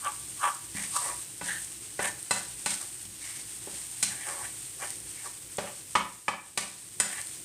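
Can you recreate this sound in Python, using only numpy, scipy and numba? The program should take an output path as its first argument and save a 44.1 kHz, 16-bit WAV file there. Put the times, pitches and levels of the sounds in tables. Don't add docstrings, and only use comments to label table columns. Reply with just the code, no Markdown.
import sys
import numpy as np
from scipy import signal
from scipy.fft import rfft, irfft, next_fast_len
from scipy.io import wavfile
from numba import njit

SR = 44100
rng = np.random.default_rng(int(sys.argv[2]) if len(sys.argv) > 2 else 0)


def attenuation_scalar(level_db):
    decades = np.asarray(level_db, float) / 20
    return 10 ** decades


def unload_audio(sound):
    columns = np.transpose(np.atleast_2d(sound))
    steps = np.round(np.clip(columns, -1, 1) * 32767)
    wavfile.write(sys.argv[1], SR, steps.astype(np.int16))


N = 328104


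def rms_one(x):
    return x / np.sqrt(np.mean(x ** 2) + 1e-20)


def in_time(rows):
    s, *columns = np.transpose(rows)
    return [np.interp(np.arange(N) / SR, s, column) for column in columns]


def colour(x, points):
    size = next_fast_len(N)
    hz = np.maximum(np.arange(size // 2 + 1) * SR / size, 1)
    at_hz, level_db = np.transpose(points)
    gain = attenuation_scalar(np.interp(np.log(hz), np.log(at_hz), level_db, left=-80, right=-80))
    return rms_one(irfft(rfft(x, size) * gain, size)[:N])


def drift(rate_hz):
    r = np.exp(-2 * np.pi * rate_hz / SR)
    wander = signal.lfilter([1], [1, -2 * r, r * r], rng.standard_normal(N + SR))
    return rms_one(wander[SR:])


def grains(per_s, spread_db):
    sizes = attenuation_scalar(spread_db * np.minimum(rng.exponential(1, N), 5))
    signs = rng.choice([-1, 1], N)
    return sizes * signs * (rng.random(N) < per_s / SR)


def clicks_at(seconds, sizes):
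    out = np.zeros(N)
    out[(np.asarray(seconds) * SR).astype(int)] = sizes
    return out


def burst(seconds, sizes, t60):
    fall = signal.lfilter([1], [1, -attenuation_scalar(-60 / (t60 * SR))], clicks_at(seconds, sizes))
    return fall * rng.standard_normal(N)


def high_pass(x, hz):
    return signal.sosfilt(signal.butter(2, hz, "high", fs=SR, output="sos"), x)


def ring(clicks, hz, t60):
    r, w = attenuation_scalar(-60 / (t60 * SR)), 2 * np.pi * hz / SR
    return signal.lfilter([0, np.sin(w)], [1, -2 * r * np.cos(w), r * r], clicks + 1e-18)


@njit
def glide(x, w, r):
    y = np.zeros(len(x))
    for i in range(2, len(x)):
        y[i] = np.sqrt(1 - r * r) * (x[i] - x[i - 2]) + 2 * r * np.cos(w[i]) * y[i - 1] - r * r * y[i - 2]
    return y


def resonate(x, w, width_hz):
    return glide(x, w, np.exp(-np.pi * width_hz / SR))


# hz, density_db
HUM = [(35, -20), (48, -6.5), (58, 6), (72, -16.5), (98, -0.5), (125, -1.5), (165, -9), (250, -13),
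       (325, -5), (400, -13), (480, -15.5), (560, -15.5), (700, -56)]
HUM_DB = -55.5


def room_hum():
    return colour(rng.standard_normal(N), HUM) * attenuation_scalar(HUM_DB + 1.2 * drift(4))


# hz, density_db
FLAME = [(6000, -36), (9500, -13), (12000, -6), (14000, 1.5), (16500, 8.5)]
FLAME_DB, FLAME_FOLLOWS = -38.5, 0.25


def gas_flame(vigour_db):
    return colour(grains(12000, spread_db=1.0), FLAME) * attenuation_scalar(FLAME_DB + FLAME_FOLLOWS * vigour_db)


# at_s, sizzle_db
FRYING = [(0.35, -36.5), (0.79, -39), (1.08, -31.5), (1.22, -36.5), (1.41, -40.5), (1.6, -34), (1.76, -39),
          (2.51, -38.5), (2.82, -34.5), (3.22, -43), (3.38, -39), (4.3, -35), (5.25, -39.5), (5.51, -39.5),
          (6.1, -42.5), (7.0, -37.5), (7.2, -37), (7.44, -40)]
# hz, density_db
SIZZLE = [(2500, -21), (4500, -12), (6000, -15), (8000, -1), (10000, 0), (12000, -1), (14000, -1),
          (16500, -5)]
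# hz, density_db
FIZZ = [(350, -38), (700, -2), (1200, -4), (2000, 0), (3000, 1.5), (4500, -0.5), (6000, 1.5), (8000, 2)]
FIZZ_DB, FIZZ_FOLLOWS = -51.5, 0.42


def frying():
    sizzle_db, = in_time(FRYING)
    vigour_db = sizzle_db + 40
    gust = drift(12.0)
    sizzle_level = attenuation_scalar(sizzle_db - 7.5 + 1.4 * gust + 0.45 * drift(130))
    sizzle = colour(grains(7000, spread_db=2.0), SIZZLE) * sizzle_level
    fizz_level = attenuation_scalar(FIZZ_DB + FIZZ_FOLLOWS * vigour_db + 1.1 * gust + 0.2 * drift(9.3))
    fizz = colour(grains(5000, spread_db=-0.5), FIZZ) * fizz_level
    return sizzle + fizz + room_hum() + gas_flame(vigour_db)


# start_s, peak_db
SPITS = [(0.0465, -7), (0.1204, -21.5), (0.1979, -17), (0.294, -42), (0.5484, -14.5), (0.7692, -12),
         (0.826, -12), (1.0176, -10), (1.052, -26), (1.3798, -17), (1.6472, -15), (2.2288, -18),
         (2.594, -17), (3.2544, -21), (3.3737, -22), (3.6287, -31), (3.7824, -18), (3.8681, -12),
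         (3.914, -17), (4.905, -7), (4.9566, -15), (5.003, -19), (5.571, -13), (5.9319, -18), (6.562, -27),
         (7.215, -9), (7.2705, -13)]
CRACKLES_PER_S, CRACKLE_DB, CRACKLE_LOW_HZ = 45, -33.5, 7000


def spits():
    s, peak_db = np.transpose(SPITS)
    needle = clicks_at(s, attenuation_scalar(peak_db - 2))
    hiss = burst(s, attenuation_scalar(peak_db - 13), t60=0.0085)
    crackle = high_pass(grains(CRACKLES_PER_S, spread_db=3.5), CRACKLE_LOW_HZ)
    return high_pass(needle + hiss, 6800) + attenuation_scalar(CRACKLE_DB) * crackle


def stand(s, shove_db):
    push = signal.lfilter([.02], [1, -.98], clicks_at(s, attenuation_scalar(shove_db)))
    upper = ring(push, 205.0, 0.2) + 1.55 * ring(push, 274, 0.11)
    return upper + 0.45 * ring(push, 176, 0.43) + 0.22 * ring(push, 99.4, 0.39)


# start_s, shove_db
THUDS = [
    (.75, -37.5),
    (1.43, -40),
    (3.681, -59),
    (5.97, -40),
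]


def food_thuds():
    return stand(*np.transpose(THUDS))


def pressure_db(start, hold, db, in_db_per_s, out_db_per_s):
    t = np.arange(N) / SR
    early, late = np.maximum(start - t, 0), np.maximum(t - start - hold, 0)
    return db - in_db_per_s * early - out_db_per_s * late


# full_pressure_s, hold_s, scrape_db, contact_hz, rasp_db
STROKES = [
    (0.06, 0.0083, -22, 1120, -43),
    (0.433, 0.045, -19, 1150, -35.5),
    (0.962, 0.0045, -26, 1120, -31),
    (1.492, 0.022, -24, 1660, -39),
    (1.53, .035, -29.5, 1650, -44),
    (2.711, 0.011, -44, 2200, -31),
]
# full_pressure_s, hold_s, scrape_db, contact_hz, rasp_db
SKIDS = [(0.766, 0.076, -42.5, 1930, -37), (1.017, 0.049, -43.5, 860, -39.5),
         (1.09, 0.022, -39.5, 870, -37), (1.46, 0.04, -45, 1690, -35), (2.045, 0.01, -30, 1590, -29.5),
         (2.813, .02, -48.5, 1220, -40.5), (3.224, 0.17, -52.5, 2100, -42), (3.717, 0.11, -64, 2160, -45),
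         (4.825, 0.015, -37, 1200, -36), (4.884, 0.034, -55, 1940, -43), (5.175, 0.081, -53, 2080, -45.5),
         (5.255, 0.017, -46.5, 910, -40.5), (5.673, 0.007, -43.5, 1080, -46),
         (7.126, 0.068, -42.5, 1790, -41)]
# start_s, scrape_db, contact_hz, rasp_db
SLIDES = [
    (1.999, -33, 1350, -52),
    (2.33, -38.5, 1680, -32.5),
    (2.67, -62, 1500, -41),
    (4.04, -52, 2400, -34.5),
    (5.6, -60, 760, -62),
    (6.591, -35.5, 1050, -30.5),
    (7.02, -33.5, 1600, -33.5),
]
# at_s, scrape_db, contact_hz
SWEEP = [
    (4.06, -62, 1800),
    (4.12, -44.5, 1590),
    (4.17, -50, 1600),
    (4.24, -45, 2020),
    (4.279, -38.5, 1130),
    (4.36, -48, 780),
    (4.41, -45.5, 657),
    (4.459, -42.5, 1720),
    (4.51, -64, 1900),
]
PRESS_DB_PER_S, LIFT_DB_PER_S, RASP_IN_DB_PER_S, RASP_OUT_DB_PER_S = 603, 402, 322, 219
SLIDE_IN_DB_PER_S, SLIDE_OUT_DB_PER_S, SLIDE_RASP_OUT_DB_PER_S = 1500, 151, 93
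FIRM_CHATTER_DB, SKID_CHATTER_DB, SLIDE_CHATTER_DB, SWEEP_CHATTER_DB = -22, 0, -5.5, -0.5
SWEEP_RASP_DB = 3


def blade():
    before, after = (SWEEP[0][0] - .03, -99, 1800), (SWEEP[-1][0] + .05, -99, 1900)
    sweep_db, sweep_hz = in_time([before, *SWEEP, after])
    power = attenuation_scalar(2 * sweep_db)
    pitch = power * np.log(sweep_hz)
    chatter = power * attenuation_scalar(2 * SWEEP_CHATTER_DB)
    rasp = power * attenuation_scalar(2 * SWEEP_RASP_DB)
    push = (PRESS_DB_PER_S, LIFT_DB_PER_S, RASP_IN_DB_PER_S, RASP_OUT_DB_PER_S)
    slide = (SLIDE_IN_DB_PER_S, SLIDE_OUT_DB_PER_S, SLIDE_IN_DB_PER_S, SLIDE_RASP_OUT_DB_PER_S)
    rows = [(*row, FIRM_CHATTER_DB, *push) for row in STROKES]
    rows += [(*row, SKID_CHATTER_DB, *push) for row in SKIDS]
    rows += [(s, 0, *rest, SLIDE_CHATTER_DB, *slide) for s, *rest in SLIDES]
    for s, hold, db, hz, rasp_db, chatter_db, rise, fall, rasp_rise, rasp_fall in rows:
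        own = attenuation_scalar(2 * pressure_db(s, hold, db, rise, fall))
        power = power + own
        pitch = pitch + own * np.log(hz)
        chatter = chatter + own * attenuation_scalar(2 * chatter_db)
        rasp = rasp + attenuation_scalar(2 * pressure_db(s, hold, rasp_db, rasp_rise, rasp_fall))
    return np.sqrt(power), np.exp(pitch / power), np.sqrt(chatter / power), np.sqrt(rasp)


# hz, level_db, t60_s
BOWL = [(390, 0.5, 0.06), (584, 2.5, 0.045), (620, -8, 0.11), (780, 6.5, 0.021), (848, 3.5, 0.059),
        (976, -2.5, 0.091), (1120, -11, 0.078), (1158.5, -4.5, 0.073), (1217, -7.5, 0.038),
        (1323, -5.5, 0.015), (1610, -53, 0.11), (1727, -22, 0.096), (1808, -9, 0.13), (1976, -12.5, 0.16),
        (2240, -11, 0.021), (2408, -3, 0.036), (3000, -17, 0.025), (3300, -26, 0.02), (3360, -7, 0.025)]


def scrape():
    slips = rms_one(grains(4000, spread_db=0.5)) * attenuation_scalar(2 * drift(140))
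    level, hz, chatter, rasp = blade()
    w = 2 * np.pi * hz / SR
    wide = resonate(resonate(slips, w, 1300), 0.82 * w, 1200)
    first = resonate(resonate(wide, w, 850), 1.05 * w, 1000)
    overtone = resonate(resonate(slips, 1.5 * w, 900), 2.58 * w, 1500)
    contact = high_pass(high_pass(rms_one(first), 640), 640) + attenuation_scalar(-10) * rms_one(overtone)
    loose = rms_one(resonate(resonate(slips, .9 * w, 1800), 1.2 * w, 3000))
    drive = level * (contact + attenuation_scalar(9) * chatter * loose)
    pan = sum(attenuation_scalar(db - 45.5) * ring(drive, mode_hz, t60) for mode_hz, db, t60 in BOWL)
    dry_rasp = rasp * rms_one(high_pass(slips, 2400))
    return attenuation_scalar(-8.0) * drive + attenuation_scalar(1.0) * dry_rasp + pan


PUSH_DB, PUSH_FOLLOWS = -38.5, 0.46


def knocks(table, body, rim, clatter_db, spot_db):
    s, db, crack_db, rim_db, bright_hz = np.transpose(table)
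    place_db = spot_db * rng.normal(0, 1, (len(s), len(body) + len(rim)))
    out = np.zeros(N)
    for k, (hz, mode_db, t60) in enumerate(body):
        soft_db = -6 * np.abs(np.log2(hz / bright_hz))
        strike = clicks_at(s, attenuation_scalar(db + mode_db + soft_db - 8 + place_db[:, k]))
        out += (-1) ** k * ring(strike, hz, t60)
    for k, (hz, mode_db, t60) in enumerate(rim):
        hard_db = 0.85 * crack_db * max(np.log2(hz / 2500), 0)
        strike = clicks_at(s, attenuation_scalar(db + rim_db + mode_db + hard_db - 2.0 + place_db[:, -1 - k]))
        out += (-1) ** k * ring(strike, hz, t60)
    latest = np.maximum(np.searchsorted(s, np.arange(N) / SR) - 1, 0)
    w = 2 * np.pi * bright_hz[latest] / SR
    clatter = resonate(burst(s, attenuation_scalar(db + clatter_db), t60=0.17), w, 1500)
    crack = high_pass(burst(s, attenuation_scalar(db + crack_db - 1.5), t60=0.088), 3300)
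    slap = resonate(burst(s, attenuation_scalar(db - 48.0), t60=0.0068), 2.1 * w, 3000)
    shove = stand(s + 0.0013, PUSH_DB + PUSH_FOLLOWS * (db + 20.5))
    return out + clatter + crack + slap + shove


# start_s, bowl_db, crack_db, rim_db, brightest_hz
KNOCKS = [(0.748, -39, -5, -17, 1740), (1.412, -29, -26, -8, 990), (1.992, -21.5, -48, -4.5, 660),
          (2.309, -19, -2, -4.5, 1270), (2.66, -19.5, -2.5, -12.5, 2140), (3.052, -47.5, 11, -22, 2340),
          (3.672, -33.5, -16, -36, 390), (4.027, -23, 7, -12.5, 2500), (5.584, -19.5, -35, -27, 630),
          (6.575, -11.5, -3, -18.5, 2440), (7.0, -18.5, 1.5, -5.5, 1700)]
# hz, level_db, t60_s
RIM = [(1502, -0.5, 0.067), (2010, 0.5, 0.058), (2643, -6.5, 0.11), (3220, -11, 0.064), (4066, -2.5, 0.11),
       (4930, -10, 0.1), (7060, -2.5, 0.098), (7960, -2.5, 0.076), (9350, 0, 0.052)]


def loaded_bowl_knocks():
    return knocks(KNOCKS, BOWL, RIM, clatter_db=-16.5, spot_db=2.5)


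# start_s, wall_db, crack_db, rim_db, brightest_hz
BLOWS = [
    (5.953, -8.5, -42, -17.5, 1100),
    (6.281, -11, -19.5, -5, 930),
]
# hz, level_db, t60_s
WALL = [(392, -10.5, 0.088), (508, -5, 0.035), (618, -15, 0.14), (847, 2, 0.05), (1002, -1, 0.078),
        (1055, -25, .07), (1120, -2, 0.041), (1152, -2, 0.12), (1246, 4.5, 0.054), (1325, -8, 0.068),
        (1980, -3, 0.082), (2200, -8, 0.091), (2260, -1.5, 0.099), (2960, -6, 0.083), (3140, -8.5, 0.14),
        (3470, -1.5, 0.037), (4800, -6, .04), (5600, -7, .05)]
# hz, level_db, t60_s
LIP = [(575, -13, 0.094), (780, -7, 0.05), (821, 1, 0.055), (1500, -15, 0.027), (1733, 0.5, 0.032),
       (2350, 2, 0.04), (2540, -6.5, 0.099), (3055, 1, 0.031)]


def bare_wall_blows():
    return knocks(BLOWS, WALL, LIP, clatter_db=-19, spot_db=2.2)


KITCHEN_T60_S, WALL_CUT_HZ, KITCHEN_DB = 0.41, 10400, -14.5


def kitchen(x):
    size = next_fast_len(N + SR)
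    z = np.exp(-2j * np.pi * np.arange(size // 2 + 1) / size)
    dull = np.exp(-2 * np.pi * WALL_CUT_HZ / SR)
    wall = (1 - dull) / (1 - dull * z)
    tail = 0
    for k, lag in enumerate((rng.uniform(.014, .05, 14) * SR).astype(int)):
        loop = attenuation_scalar(-60 * lag / SR / KITCHEN_T60_S) * wall ** (lag / SR / 0.015) * z ** lag
        tail = tail + (-1) ** k * loop / (1 - loop)
    for lag in (53, 131, 229):
        tail = tail * (z ** lag - .6) / (1 - .6 * z ** lag)
    return irfft(rfft(x, size) * tail, size)[:N]


def scene():
    hits = loaded_bowl_knocks() + bare_wall_blows() + spits() + food_thuds()
    rub = scrape()
    echoes = attenuation_scalar(KITCHEN_DB) * kitchen(hits + attenuation_scalar(-8.0) * rub)
    return (hits + rub + echoes + frying())[None]


MIC_HZ, MIC_WIDTH_HZ, MIC_PEAK_DB = 8640, 750, 12.5
MIC_LOW_HZ, MIC_HIGH_HZ, TOP_HZ = 66.7, 9260, 15830
DUCK_DB, DUCK_FALL_S, DUCK_HOLD_S, DUCK_RECOVER_S = -7, 0.43, 0.24, 0.52


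def low_pass(x):
    return signal.sosfilt(signal.butter(12, 16630, fs=SR, output="sos"), x)


def record(dry):
    moments = BLOWS[0][0] + np.cumsum([0, DUCK_FALL_S, DUCK_HOLD_S, DUCK_RECOVER_S])
    dry = dry * attenuation_scalar(np.interp(np.arange(N) / SR, moments, [0, DUCK_DB, DUCK_DB, 0]))
    r, w = np.exp(-np.pi * MIC_WIDTH_HZ / SR), 2 * np.pi * MIC_HZ / SR
    port = signal.lfilter([(1 - r * r) / 2, 0, (r * r - 1) / 2], [1, -2 * r * np.cos(w), r * r], dry)
    heard = high_pass(dry + (attenuation_scalar(MIC_PEAK_DB) - 1) * port, MIC_LOW_HZ)
    heard = signal.sosfilt(signal.butter(3, MIC_HIGH_HZ, fs=SR, output="sos"), heard)
    heard = signal.sosfilt(signal.cheby2(16, 60, TOP_HZ + 120, fs=SR, output="sos"), heard)
    return low_pass(heard)


dry = scene()
out = record(dry)
unload_audio(out)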